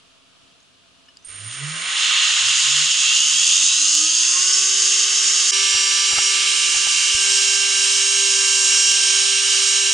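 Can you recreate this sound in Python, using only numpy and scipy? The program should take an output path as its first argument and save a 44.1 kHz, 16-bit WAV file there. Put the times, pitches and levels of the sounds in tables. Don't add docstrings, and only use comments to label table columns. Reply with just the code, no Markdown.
import sys
import numpy as np
from scipy import signal
from scipy.fft import rfft, irfft
from scipy.io import wavfile
from scipy.ndimage import uniform_filter1d

SR = 44100
rng = np.random.default_rng(int(sys.argv[2]) if len(sys.argv) > 2 else 0)


def generate_wav(signal):
    frames = np.transpose(np.atleast_2d(signal))
    scaled = np.clip(frames, -1, 1) * 32767
    pcm = np.round(scaled).astype(np.int16)
    wavfile.write(sys.argv[1], SR, pcm)


def ratio_of_db(decibels):
    return 10 ** (np.asarray(decibels, float) / 20)


N = 437913
T = np.arange(N) / SR
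HZ = np.arange(N // 2 + 1) * SR / N
FULL_HZ = 394.3


def ports(common, pan_db, differing=0):
    left = (common + differing) * ratio_of_db(pan_db / 2)
    right = (common - differing) * ratio_of_db(-pan_db / 2)
    return np.array([left, right])


def walk(rate_hz):
    hold = max(int(SR / rate_hz), 2)
    steps = np.repeat(rng.standard_normal(N // hold + 1), hold)
    return 1.295 * uniform_filter1d(uniform_filter1d(steps, hold), hold)[:N]


def level_at(s, db):
    return np.interp(T, s, db, left=-120)


def resonance(hz, centre_hz, width_hz):
    return 1 / (1 + (2 * (hz - centre_hz) / width_hz) ** 2)


def colour_db(hz, points, frame=()):
    f, db = np.transpose(points)
    smooth = np.interp(np.log(hz + 1), np.log(f), db)
    return smooth + sum(lift * resonance(hz, centre, width) for centre, width, lift in frame)


def shaped(x, gain):
    y = irfft(rfft(x) * gain, N)
    return y / np.sqrt(np.mean(y ** 2))


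def tone(hz, rms_db, lead=0.):
    return np.sqrt(2) * ratio_of_db(rms_db) * np.sin(2 * np.pi * np.cumsum(hz) / SR + lead)


def ring(s, peak_db, hz, t60):
    t = np.clip(T - s, 0, 1)
    return ratio_of_db(peak_db) * np.sin(2 * np.pi * hz * t) * np.exp(-np.log(1000) * t / t60)


# (time [s], rumble [dB], frame [dB], body [dB], hiss [dB], left minus right [dB])
BELT = [
    [(1.22, -65, -70, -72, -68, -1.5), (1.25, -66, -65, -61, -53, -1.0), (1.3, -47, -49, -47, -45, -2),
     (1.46, -46, -42.5, -43, -41, -1.5), (1.53, -49, -41.5, -37.5, -35.5, -2),
     (1.66, -42, -37, -35.5, -34.5, -2.0), (1.84, -44, -31, -29, -30.5, -1.5),
     (2.04, -40, -26.5, -18, -21, -2.0), (2.32, -46, -28.5, -18.5, -18.5, -2),
     (2.48, -47, -30.5, -19.5, -17.5, -2), (2.64, -50, -31, -19.5, -16.5, -2),
     (2.7, -44, -32.5, -19.5, -16.5, -2), (2.82, -47, -31, -18.5, -17.5, -2.5),
     (2.95, -48, -33.5, -19, -17.5, -2), (3.77, -50, -38.5, -24, -16, -1.5),
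     (4.03, -46, -41, -26, -16.5, -2), (4.18, -49, -43, -24.5, -18, -1.5),
     (4.22, -46, -37.5, -24.5, -17, -1.5), (4.33, -48, -35.5, -26.5, -16.5, -2),
     (4.77, -48.5, -37, -25, -16, -1.5), (5.5, -48, -34.5, -24.5, -15, -2)],
    [(5.53, -45, -33, -21.5, -19, -4), (5.86, -43, -30.5, -23, -19.5, -4), (6.04, -47, -32.5, -22, -21, -5),
     (6.14, -36, -30, -22, -19.5, -3.0), (6.18, -32, -26, -22.5, -20.5, -2.5),
     (6.24, -42, -32, -23.5, -17.5, -2.5), (6.45, -41, -30.5, -21.5, -21, -3.0),
     (6.48, -39, -31, -22, -20.5, -4.5), (7.11, -42.5, -32, -22, -18, -3),
     (7.15, -44, -34, -22.5, -18, -2.5), (7.23, -42, -31, -23.5, -18, -2.0),
     (7.44, -42, -32, -23, -18.5, -4.5), (7.62, -43, -33.5, -24, -19.5, -5),
     (7.65, -41, -31.5, -22.5, -18.5, -3), (8.4, -43.5, -33, -23, -18.5, -3),
     (8.46, -48, -30, -24, -17.5, -2.0), (8.52, -42, -34, -24, -18.5, -3), (8.58, -42, -33, -24, -18, -2.5),
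     (9.06, -43, -32, -21.5, -18, -3), (9.84, -45, -32, -22, -19, -4), (9.93, -39, -32, -22, -19, -2.5)],
]
BELT_EDGES_HZ = (0, 700, 2400, 4400, 20000)
# (frequency [Hz], density [dB per Hz])
RUMBLE_COLOUR = [(30, -7), (60, -13), (150, -4.5), (300, -2), (500, -3), (700, 0)]


def belt_noise(rows, colour, frame, noise_db, side_db):
    s, *bands_db, pan_db = np.transpose(rows)
    ticks = rng.standard_normal((2, N)) * ratio_of_db(1.5 * rng.exponential(size=(2, N)))
    joint_db = colour[1][1]
    points = RUMBLE_COLOUR[:-1] + [(f, db - joint_db) for f, db in colour[1:]]
    tint = ratio_of_db(colour_db(HZ, points, frame))
    pan = np.interp(T, s, pan_db)
    out = 0
    for k in range(4):
        band = tint * (HZ >= BELT_EDGES_HZ[k]) * (HZ < BELT_EDGES_HZ[k + 1])
        flicker_db = 0.55 * walk(9) + 0.75 * walk(40)
        db = level_at(s, bands_db[k]) + noise_db[k] + flicker_db
        differing = ratio_of_db(side_db[k]) * shaped(ticks[1], band)
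        out = out + ratio_of_db(db) * ports(shaped(ticks[0], band), pan, differing)
    return out


# (frequency [Hz], density [dB per Hz])
FAR_COLOUR = [(410, -52), (700, -34.5), (1170, -20), (2390, -12.5), (2740, 2.5), (4340, -5.5), (5400, -4),
              (6060, -4.5), (6640, 3), (7980, -9), (9160, -11.5), (10900, -24.5), (14100, -61),
              (22000, -120)]
# (frequency [Hz], width [Hz], lift [dB])
FAR_FRAME = [(1077, 25, 9), (1252, 70, 7.5), (1494, 42, 4.5), (1920, 77, 2.5), (2650, 90, 0), (3240, 77, 2),
             (4790, 260, 3.5), (5384, 95, 6.5), (7140, 100, 4.5), (8370, 120, 6)]
# (rumble, frame, body, hiss [dB])
FAR_NOISE_DB = (-14, -1, -0.33, -2.5)
# (rumble, frame, body, hiss [dB])
FAR_SIDE_DB = (-3.5, -5.5, -10.5, -11)


def far_belt():
    return belt_noise(BELT[0], FAR_COLOUR, FAR_FRAME, FAR_NOISE_DB, FAR_SIDE_DB)


# (frequency [Hz], density [dB per Hz])
NEAR_COLOUR = [(410, -67), (700, -31.5), (999, -23.5), (1100, -18.5), (1160, -17), (1440, -14), (1580, -11),
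               (1880, -15.5), (2840, -2.5), (4200, -6.5), (6800, -5), (8650, -11), (10900, -23),
               (14100, -61), (22000, -120)]
# (frequency [Hz], width [Hz], lift [dB])
NEAR_FRAME = [(1290, 92, 3), (2240, 150, 3.5), (2735, 160, 2.2), (3116, 90, 3.6), (3870, 44, 2.1),
              (4650, 250, 2.1), (5390, 230, 3.6), (6420, 90, 2.6), (7000, 150, 2.8), (8340, 150, 2.5)]
# (rumble, frame, body, hiss [dB])
NEAR_NOISE_DB = (-16.5, -3.5, -2.5, -3)
# (rumble, frame, body, hiss [dB])
NEAR_SIDE_DB = (-7, -1.5, -10, -10.5)


def near_belt():
    return belt_noise(BELT[1], NEAR_COLOUR, NEAR_FRAME, NEAR_NOISE_DB, NEAR_SIDE_DB)


# (time [s], ball-pass rate [Hz], level of that line [dB])
RUNUP = [(2.3, 86.6, -69), (2.4, 102.5, -59), (2.46, 102.3, -49), (2.6, 127.4, -62), (2.69, 134, -47),
         (2.77, 147, -44), (2.82, 151.0, -43), (2.94, 175.4, -65), (3.32, 216, -60), (3.34, 223, -54),
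         (3.53, 250.8, -65), (3.64, 260.6, -52), (3.72, 269.4, -69), (3.82, 288.2, -48), (3.88, 293, -55),
         (4.04, 312, -40), (4.1, 322.8, -53), (4.48, 373, -49.5), (4.79, 393.4, -46.5), (5.5, 394.8, -51.5)]


def wheel_speed():
    s, hz, _ = np.transpose(RUNUP)
    return np.interp(T, [1.25, *s], [0, *hz]) / FULL_HZ


# (frequency [Hz], level [dB])
FAR_LINES = [(1184, -42), (1577, -42), (1728, -46.5), (1970, -45.5), (2121, -44), (2670, -41.5),
             (2939, -53), (3063, -34), (3155, -49.5), (3273, -49), (3865, -36), (4834, -39), (5190, -38.5),
             (5437, -59), (5545, -39.5), (5620, -28.5), (5690, -57), (5830, -47)]


def far_whine(speed):
    s, _, first_db = np.transpose(RUNUP)
    out = ports(tone(speed * FULL_HZ, level_at(s, first_db)), -6)
    for hz, db in FAR_LINES + [(2 * FULL_HZ, -58), (154, -62)]:
        moving_db = colour_db(hz * speed[::64], FAR_COLOUR, FAR_FRAME)
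        crossing_db = moving_db - colour_db(hz, FAR_COLOUR, FAR_FRAME)
        lift_db = np.repeat(1.33 * np.maximum(crossing_db, -12), 64)[:N]
        now_db = db + lift_db + 12 * np.log10(speed + .01) + 2 * walk(6)
        lead = rng.uniform(-1.1, 1, 2)
        out += [tone(hz * speed, now_db - 3.5, lead[0]), tone(hz * speed, now_db - 0.5, lead[1])]
    return out


# (frequency [Hz], by the thermometer [dB], while swinging [dB],
# at the wheel [dB], left minus right [dB])
NEAR_LINES = [(394.4, -47.5, -49, -42.5, -6.5), (1012, -49, -52, -51, -4.5),
              (1182, -39.5, -41, -47.5, -6.5), (1580, -42.5, -43, -36.5, -4), (1748.2, -38.5, -44, -47, -1),
              (2152, -37.5, -41, -43.5, 0), (2252, -42, -40, -46, -4), (2300, -48, -41, -42, -4),
              (2378, -38, -38, -53, 4), (2560, -46, -47, -54, -3), (2760, -33, -30.5, -32.5, -10),
              (2830, -49, -35, -41, 3), (2934, -33.5, -32.5, -33, 2), (3096, -32, -30, -39.5, -0.5),
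              (3147, -37, -39, -34.5, -9), (3900, -34, -35, -34, 1), (3927.1, -40, -48, -39.5, 0),
              (4680, -34, -34, -40.5, 2), (4870, -32, -43, -39, -3), (5240, -33.5, -30.5, -30, 1),
              (5650, -23, -31.5, -27.5, -2), (6080, -41, -42, -44, 2), (6190, -43, -35, -36, -1),
              (6450, -46, -29, -35, -1), (6630, -32, -38, -26.5, -4), (7416, -31.5, -33, -30, 4),
              (8178.6, -49, -43, -51, -3), (8320, -38.5, -40, -35.5, -16), (8770, -50, -38, -33.5, -3),
              (9100, -45, -43.5, -47, -20)]
NEAR_STOPS_S = (6.3, 6.6, 7.1, 7.25)


def near_whine():
    out = np.zeros((2, N))
    for hz, a_db, b_db, c_db, pan_db in NEAR_LINES + [(788.0, -64, -69, -54, 1), (6992, -50, -34.5, -44, -10)]:
        db = np.interp(T, NEAR_STOPS_S, (a_db, b_db, b_db, c_db))
        db = db + 1.5 * walk(2.985) + 1.32 * walk(14)
        pitch = hz * (1 + 0.000298 * walk(5))
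        lead = rng.uniform(-0.5, 0.55, 2) + rng.uniform(0, 2 * np.pi)
        out += [tone(pitch, db + pan_db / 2, lead[0]), tone(pitch, db - pan_db / 2, lead[1])]
    return out


# (time [s], level [dB])
IDLER = [(2.3, -49), (3, -29), (3.6, -23), (4.3, -22.5), (5, -24.5), (5.5, -28)]


def idler(speed):
    turns_per_ball_pass = 142.2 / FULL_HZ
    turns = np.cumsum(speed * FULL_HZ * turns_per_ball_pass / SR)
    count = np.arange(1, int(turns[-1]))
    uneven = count + 0.003 * rng.standard_normal(len(count))
    at = np.interp(uneven, turns, np.arange(N))
    fine = np.zeros(4 * N)
    fine[(4 * at).astype(int)] = ratio_of_db(1.8 * rng.standard_normal(len(count)))
    ticks = signal.resample_poly(fine, 1, 4) / np.sqrt(speed + .02)
    hub = resonance(HZ, 6380, 350)
    scatter = np.exp(1j * np.cumsum(rng.normal(0, .02, len(HZ))))
    return ports(shaped(ticks, hub * scatter) * ratio_of_db(level_at(*np.transpose(IDLER))), -1)


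# (time [s], drive rate [Hz], level [dB])
INVERTER = [
    (1.244, 7.3, -90),
    (1.248, 8.2, -43),
    (1.5, 32, -42),
    (1.8, 50, -39.5),
    (2.0, 72, -38),
    (2.15, 85, -55),
    (2.3, 95, -70),
]
# (multiple of the drive rate [1], level [dB])
SIDEBANDS = [(-0.5, -2.5), (-1, -9.5), (1.5, -6.5), (-2, -10), (5, -2.5), (-6, -10), (6, -7)]


def inverter():
    carrier_hz = 8920
    s, rate_hz, db = np.transpose(INVERTER)
    rate = np.interp(T, s, rate_hz)
    level_db = np.interp(T, s, db, left=-140, right=-140)
    song = 0
    for multiple, side_db in SIDEBANDS:
        line_db = level_db + side_db + 2 * walk(20)
        song = song + tone(carrier_hz + multiple * rate, line_db, rng.uniform(0, 6.6))
    return ports(song, -7.5)


# (time [s], frequency [Hz], level [dB])
HUM = [(1.27, 88, -75), (1.3, 92, -56), (1.39, 101.7, -48), (1.47, 109, -38), (1.55, 128, -53),
       (1.64, 143.2, -30.5), (1.71, 155, -36), (1.8, 168.6, -50), (1.9, 180, -65)]


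def motor_hum():
    s, hz, db = np.transpose(HUM)
    return ports(tone(np.interp(T, s, hz), np.interp(T, s, db, left=-140, right=-140)), -5.5)


# (time [s], peak level [dB], frequency [Hz], decay time t60 [s])
KEYS = [
    (.6035, -47, 6500, .012),
    (.6294, -48, 7000, .015),
    (1.0594, -50, 7000, .015),
    (1.0844, -44, 2950, 0.1),
    (1.086, -49, 1750, .04),
    (1.088, -45, 5200, .03),
    (1.1707, -32.5, 4900, .015),
    (1.171, -38, 7260, 0.011),
    (1.19, -54, 6050, .06),
    (1.225, -52, 6050, .06),
]


def keypad():
    return ports(sum(ring(*key) for key in KEYS), -1)


# (time [s], thump level [dB], thump frequency [Hz], case ring level [dB])
KNOCKS = [(5.749, -39, 121, -34), (6.116, -54, 150, -36), (6.132, -37, 120, -29), (6.175, -42, 110, -36),
          (6.185, -44, 110, -21.5), (6.68, -46, 120, -52), (6.745, -50, 150, -33), (6.762, -41, 90, -36),
          (6.79, -46, 60, -56), (6.87, -45, 130, -30), (7.147, -30, 75.5, -55)]
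CASE_HZ = (844, 1300)


def case_knocks():
    knocks = 0
    for s, thump_db, thump_hz, case_db in KNOCKS:
        knocks = knocks + ring(s, thump_db + 3.5, thump_hz, .045)
        knocks = knocks + sum(ring(s, case_db, hz, 0.029) for hz in CASE_HZ)
    return ports(knocks, -5.5)


# (frequency [Hz], density [dB per Hz])
SHOP = [(18, -52), (30, -22), (60, -9), (160, -10), (191, -3), (227, -17), (263, -1), (312, -12),
        (623, -12.5), (671, -3.5), (759, -17.5), (1240, -9), (2030, -17), (2870, -6.5), (10900, -25),
        (14100, -60), (22000, -120)]


def shop():
    tint = ratio_of_db(colour_db(HZ, SHOP))
    mid = shaped(rng.standard_normal(N), tint)
    side = shaped(rng.standard_normal(N), tint)
    ducking_db = 5.4 * np.clip(T - 1.5, 0, 1)
    return ports(mid, 0, ratio_of_db(-2) * side) * ratio_of_db(-56.5 + .5 * walk(6) - ducking_db)


def scene():
    change_s, fade_s = 5.5143, .008
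    speed = wheel_speed()
    far = far_belt() + far_whine(speed) + idler(speed) + inverter() + motor_hum()
    near = near_belt() + near_whine()
    machine = np.where(T < change_s, far, near)
    edge = np.clip(abs(T - change_s) / fade_s, 0, 1)
    return (machine + keypad() + case_knocks() + shop()) * edge


def low_pass(x):
    return signal.sosfilt(signal.butter(12, 11030, fs=SR, output="sos"), x)


def record(dry):
    return low_pass(dry)


dry = scene()
out = record(dry)
generate_wav(out)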